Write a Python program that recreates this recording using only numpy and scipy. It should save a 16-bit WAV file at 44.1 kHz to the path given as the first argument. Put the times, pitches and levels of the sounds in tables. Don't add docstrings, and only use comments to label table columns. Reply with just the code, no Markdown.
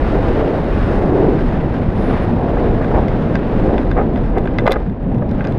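import sys
import numpy as np
from scipy import signal
from scipy.fft import rfft, irfft, next_fast_len
from scipy.io import wavfile

SR = 44100
rng = np.random.default_rng(int(sys.argv[2]) if len(sys.argv) > 2 else 0)


def boost_factor(decibels):
    exponent = np.asarray(decibels, float) / 20
    return 10 ** exponent


def digitize_waveform(pressure):
    field = np.atleast_2d(pressure).T
    bounded = np.clip(field, -1, 1)
    quanta = np.round(bounded * 32767).astype(np.int16)
    wavfile.write(sys.argv[1], SR, quanta)


N = 246145

# (frequency [Hz], level [dB], t60 [s])
BODY_MODES = [(1232, -8, 0.031), (1590, 1.5, 0.018), (1750, -6, .01), (2012, -5, 0.032),
              (2410, -12.5, 0.019)]


def wind():
    # (time [s], speed as hiss level [dB], buffeting by big eddies [dB])
    stream = [(0.0, -30.5, 0.5), (0.29, -29.5, 0), (0.48, -31, -1.5), (1.13, -30.5, 0), (1.55, -34.5, -1),
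              (1.8, -33, -2), (2.1, -30.5, 1), (2.28, -34, 1.5), (3.39, -34.5, 2), (3.79, -33, 0),
              (4.01, -36.5, 0), (4.65, -39, 0.5), (4.8, -39, -1), (5.02, -44.5, 1), (5.58, -39.5, 0)]
    times, speed, buffet = np.transpose(stream)
    t = np.arange(N) / SR
    speed = np.interp(t, times, speed - speed.mean())
    buffet = np.interp(t, times, buffet)
    size = next_fast_len(N + SR // 4)
    hz = np.maximum(np.arange(size // 2 + 1) * SR / size, 1)
    noise = rfft(rng.standard_normal(size))
    flutter = 0.27 * drift(6.2) + 0.37 * drift(45.0)
    return eddies(noise, hz, size, speed, buffet, flutter) + seam(noise, hz, size, speed, flutter)


def eddies(noise, hz, size, speed, buffet, flutter):
    # (mean level [dB], share of speed [dB/dB], share of buffeting [dB/dB],
    # own surge [dB], surge rate [1/s])
    eddy_sizes = [
        (-19, 0.29, .9, 1.5, 3.0),
        (-19.5, 0.086, .7, 0.5, 4.0),
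        (-20.5, 0.58, .3, 1.5, 3.3),
        (-36, 0.99, .05, 1, 2),
    ]
    # (time [s], half width [s], level [dB], centre frequency [Hz])
    gusts = [(.1, 0.23, -3.5, 187.6), (.05, .1, 1, 40.1), (.42, 0.11, 3, 605), (.75, 0.3, -2, 172),
             (1.08, .1, 1.5, 350), (1.0, .15, -2.5, 3500), (1.28, 0.15, 6.5, 333), (2.25, 0.13, -4, 402),
             (2.55, .08, -5, 149.4), (1.6, 0.24, -3, 500), (1.87, 0.07, 7, 120.6), (2.3, 0.29, 1, 40.5),
             (2.4, 0.14, -2, 454), (2.83, .05, 2.5, 705), (2.97, 0.046, 8, 800), (3.05, 0.042, -3.5, 509),
             (3.28, 0.043, 4.5, 130), (3.3, 0.25, -6, 35.6), (3.68, 0.1, 4, 331), (3.78, 0.046, -11, 120),
             (4.07, 0.021, -2.5, 600), (4.27, .03, -6, 496), (4.62, .05, -8.5, 45.5),
             (4.742, 0.073, -13, 149), (4.879, .04, 7.5, 159.7), (5.0, 0.055, -6.5, 152.5),
             (5.1, 0.046, 6, 147), (5.18, 0.035, 0, 121.7), (.75, .25, -5, 25), (1.75, .2, 4, 24.8),
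             (5.56, 0.067, 5.5, 129.5)]
    gust_octaves = 0.72
    t = np.arange(N) / SR
    coarse_t = t[::64]
    spectrum = noise * boost_factor(eddy_spectrum_db(hz))
    gust, flicker = drift(7.7), drift(5.0)
    layers = np.zeros((4, N))
    for centre_hz in 14 * 2 ** np.arange(0, 10.5, .5):
        window = np.cos(np.pi * np.clip(np.log2(hz / centre_hz), -.5, .5)) ** 2
        puffs_db = np.zeros(len(coarse_t))
        for s, width, db, gust_hz in gusts:
            nearness = bell(np.log2(centre_hz / gust_hz) / gust_octaves)
            puffs_db += db * nearness * bell((coarse_t - s) / width)
        small = np.clip(np.log2(centre_hz / 250) / 2.9, 0, 1)
        fine = max(np.log2(centre_hz / 3000), 0)
        slice_db = 0.42 * gust + small * 2.5 * flutter + np.interp(t, coarse_t, puffs_db)
        slice_db += fine * (0.29 * speed + 0.8 * flicker)
        layer = np.searchsorted([90, 260, 950], centre_hz)
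        layers[layer] += irfft(spectrum * window, size)[:N] * boost_factor(slice_db)
    out = np.zeros(N)
    for (mean_db, by_speed, by_buffet, surge_db, rate), layer in zip(eddy_sizes, layers):
        level_db = mean_db + by_speed * speed + by_buffet * buffet + surge_db * drift(rate)
        out += boost_factor(level_db) * rms_one(layer)
    return out


def eddy_spectrum_db(hz):
    # (frequency [Hz], density [dB per Hz])
    turbulence = [(15, -5), (30, 3.5), (80, -5.5), (230, -6.5), (490, -12.5), (750, -18), (1200, -29),
                  (2000, -35), (3300, -47), (4500, -55), (6000, -66.5), (7200, -73), (10000, -81.5),
                  (15000, -85.5)]
    # (frequency [Hz], width [Hz], lift [dB])
    shell_peaks = [(1600, 310, 1), (2200, 230, -1.5), (3710, 240, 2.5), (5200, 400, 3.5), (6520, 200, 5),
                   (8500, 1100, 5.5), (11700, 700, 5)]
    corner_hz, density_db = np.transpose(turbulence)
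    shape_db = np.interp(np.log(hz), np.log(corner_hz), density_db)
    for peak_hz, width_hz, peak_db in shell_peaks:
        shape_db = shape_db + peak_db / (1 + (2 * (hz - peak_hz) / width_hz) ** 2)
    top_hz = 12800
    return shape_db - 180 * np.clip(hz / top_hz - 1, 0, .3)


def seam(noise, hz, size, speed, flutter):
    # (time [s], rise [dB], width [s])
    whistles = [
        (2.06, 13, 0.097),
        (2.24, 14, 0.03),
    ]
    seam_hz, seam_width_hz = 10080, 2000
    t = np.arange(N) / SR
    band = np.exp(-(2 * (hz - seam_hz) / seam_width_hz) ** 2)
    whistle = irfft(noise * band, size)[:N]
    level_db = -80 + 1.2 * speed + 1.2 * flutter
    for s, rise_db, width in whistles:
        level_db = level_db + rise_db * bell((t - s) / width)
    return boost_factor(level_db) * rms_one(whistle)


def knocks():
    # (time [s], peak [dB], ring frequency [Hz], contact time [ms])
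    blows = [(1.438, -8, 525, 1.7), (2.569, -6.5, 710, 2.2), (2.811, -5.5, 560, 2.1), (2.913, -7, 587, 4.2),
             (3.539, -7.5, 540, 1.2), (3.686, -8.5, 641, 4), (3.965, -4.5, 494, 2.7), (3.975, -2, 506, 1.3),
             (3.984, -3.5, 760, 4.2), (3.993, -3.5, 500, 3), (4.012, -3, 540, 1.8), (4.364, -7.5, 525, 2.9),
             (4.372, -1.5, 480, 3.7), (4.458, -6, 514, 2.3), (4.64, -10, 525, 2.2), (4.657, -2, 547, 1.9),
             (4.676, 7.5, 937, 1.6), (4.694, -2.5, 497, 3), (4.708, -3.5, 534, 4.9), (4.73, -7, 530, 4.6),
             (4.758, -4, 540, 1.8), (4.764, -1, 570, 1.77), (4.806, -9.5, 540, 1.5), (5.135, -20, 503, 2.6),
             (5.222, -6.5, 504, 1.8), (5.317, -11.5, 540, 1.4)]
    out = np.zeros(N)
    for s, db, hz, ms in blows:
        force = dull(contact(ms, touch=0.03), 1585)
        thud = ring(force, hz, 11 / hz)
        thud += .5 * ring(force, 1.49 * hz, 11 / hz) + 0.13 * ring(force, 2.3 * hz, 9 / hz)
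        thud += 0.16 * sum(ring(force, body_hz, t60) for body_hz, _, t60 in BODY_MODES)
        add(out, s - .001, boost_factor(db - 4.5) * thud / np.max(np.abs(thud)))
    return out


def ticks():
    # (frequency [Hz], level [dB], t60 [s])
    rim_modes = [(2780, -6, 0.0072), (3330, -13, .008), (3545, 8.5, 0.022), (3950, 6.5, 0.012),
                 (4530, -4, 0.011), (4760, -1, 0.012), (5200, -18, .006)]
    # (frequency [Hz], level [dB], t60 [s])
    snap_modes = [(7040, -3.5, 0.0021), (8600, 1.5, .003), (9650, -3.5, 0.0057), (11300, -1, .0025),
                  (13000, -4, .0025), (14900, -16, .0025)]
    out = np.zeros(N)
    for s, rim_db, body_db, snap_db in strikes():
        force = contact(0.93, touch=1.2)
        snap_top_hz = 15800 + 120 * min(snap_db + 34, 0)
        groups = [(BODY_MODES, body_db + 6.5, 3000),
                  (rim_modes, rim_db - 1.0, 6200),
                  (snap_modes, snap_db + 10, snap_top_hz)]
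        for modes, level_db, top_hz in groups:
            rung = sum(boost_factor(db + rng.normal(0, 0.58)) * ring(force, hz, t60) for hz, db, t60 in modes)
            rung = dull(rung, top_hz)
            add(out, s + .0006, boost_factor(level_db) * rung / np.max(np.abs(rung)))
    return out


def strikes():
    # (time [s], rim [dB], body [dB], snap [dB])
    hard = [(3.0819, -29, -27, -59), (3.354, -24, -18, -53), (3.78, -27.5, -21.5, -61),
            (3.9135, -29.5, -22, -61), (4.1586, -33.5, -28.5, -68), (4.3817, -31, -30, -48),
            (4.4733, -37, -23, -73), (4.5849, -17.5, -13.5, -54.5), (4.661, -32, -32, -58),
            (4.6661, -20.5, -16, -58), (4.6764, -29, -16, -47.5), (4.6798, -28, -25, -54.5),
            (4.7066, -22, -29, -61.5), (4.7134, -25, -22, -47), (4.7195, -8.5, -16.5, -33),
            (4.7587, -44, -27, -70), (5.2914, -36.5, -40, -72.5), (5.3118, -36.5, -40, -60.5),
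            (5.4073, -42, -22.5, -70), (5.4423, -35.5, -31, -68.5), (5.4708, -30, -33, -63.5),
            (5.495, -48, -43, -57.5), (5.5223, -37, -31, -58.5)]
    # (time [s], rim [dB])
    light = [(.207, -45), (1.3894, -37), (1.4594, -48), (2.8444, -35), (2.8794, -40), (3.29, -49.5),
             (3.7404, -43), (3.8302, -42), (4.1737, -43), (4.2374, -47), (4.2602, -47), (4.4402, -46.5),
             (4.4554, -38.5), (4.6068, -40), (4.639, -48), (4.6544, -45), (4.6964, -39), (4.7388, -32),
             (4.7734, -49), (4.8014, -55), (4.8625, -47), (4.8966, -41), (5.027, -49), (5.117, -49),
             (5.1454, -45), (5.1816, -43), (5.449, -32.5), (5.483, -48)]
    bounce_s, loss_db, snap_loss_db = .0095, 13.5, 14
    bounces = [(s + bounce_s, rim - loss_db, body - loss_db, snap - snap_loss_db)
               for s, rim, body, snap in hard]
    taps = [(s, rim, rim + 8, -62.5 + .2 * (rim + 44)) for s, rim in light]
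    return list(hard) + bounces + taps


def scrapes():
    # (time [s], half width [s], level [dB])
    strokes = [
        (2.835, .025, -33),
        (2.955, .015, -32),
        (3.985, .018, -29.5),
        (4.365, 0.022, -35),
        (4.672, 0.0099, -23),
        (4.721, 0.02, -29),
        (4.765, 0.009, -29.5),
        (5.46, 0.019, -36.5),
    ]
    grit_per_s = 2900
    t = np.arange(N) / SR
    hits = rng.random(N) < grit_per_s / SR
    grit = hits * rng.standard_normal(N) * boost_factor(1.5 * rng.exponential(1, N)) + 1e-18
    band = signal.butter(2, [850, 2100], "band", fs=SR, output="sos")
    rasp = rms_one(dull(signal.sosfilt(band, grit), 2600))
    return sum(boost_factor(db) * bell((t - s) / width) for s, width, db in strokes) * rasp


def contact(ms, touch):
    t = np.arange(SR // 20) / (ms * 1e-3 * SR)
    force = rng.standard_normal(len(t)) * (t + touch) * np.exp(-t)
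    force[0] = 4.7 * touch * ms ** .5
    return force / np.sqrt(np.sum(force ** 2))


def ring(force, hz, t60):
    radius, angle = boost_factor(-60 / (t60 * SR)), 2 * np.pi * hz / SR
    return signal.lfilter([0, np.sin(angle)], [1, -2 * radius * np.cos(angle), radius * radius], force)


def dull(x, hz):
    return signal.sosfilt(signal.butter(6, min(hz, 20000), fs=SR, output="sos"), x)


def drift(rate):
    pole = np.exp(-32 * np.pi * rate / SR)
    noise = rng.standard_normal(N // 16 + 3002)
    slow = signal.lfilter([1], [1, -2 * pole, pole * pole], noise)[3000:]
    return np.interp(np.arange(N) / 16, np.arange(len(slow)), rms_one(slow))


def bell(x):
    return np.exp(-x ** 2)


def rms_one(x):
    return x / np.sqrt(np.mean(x ** 2) + 1e-20)


def add(out, s, sound):
    i = round(s * SR)
    out[i:i + len(sound)] += sound[:N - i]


def scene():
    return (wind() + ticks() + knocks() + scrapes())[None]


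def band_limit(x):
    return signal.sosfilt(signal.butter(12, 15200, fs=SR, output="sos"), x)


def record(dry):
    duck_s, duck_db = 4.72, -4
    attack_s, hold_s, release_s = 0.12, 0.16, 0.043
    corners = duck_s + np.cumsum([0, attack_s, hold_s, release_s])
    ducking = np.interp(np.arange(N) / SR, corners, [0, 1, 1, 0])
    ducked = dry * boost_factor(duck_db * ducking)
    limited = ducked / (1 + (ducked / .99) ** 6) ** (1 / 6)
    return band_limit(limited)


dry = scene()
out = record(dry)
digitize_waveform(out)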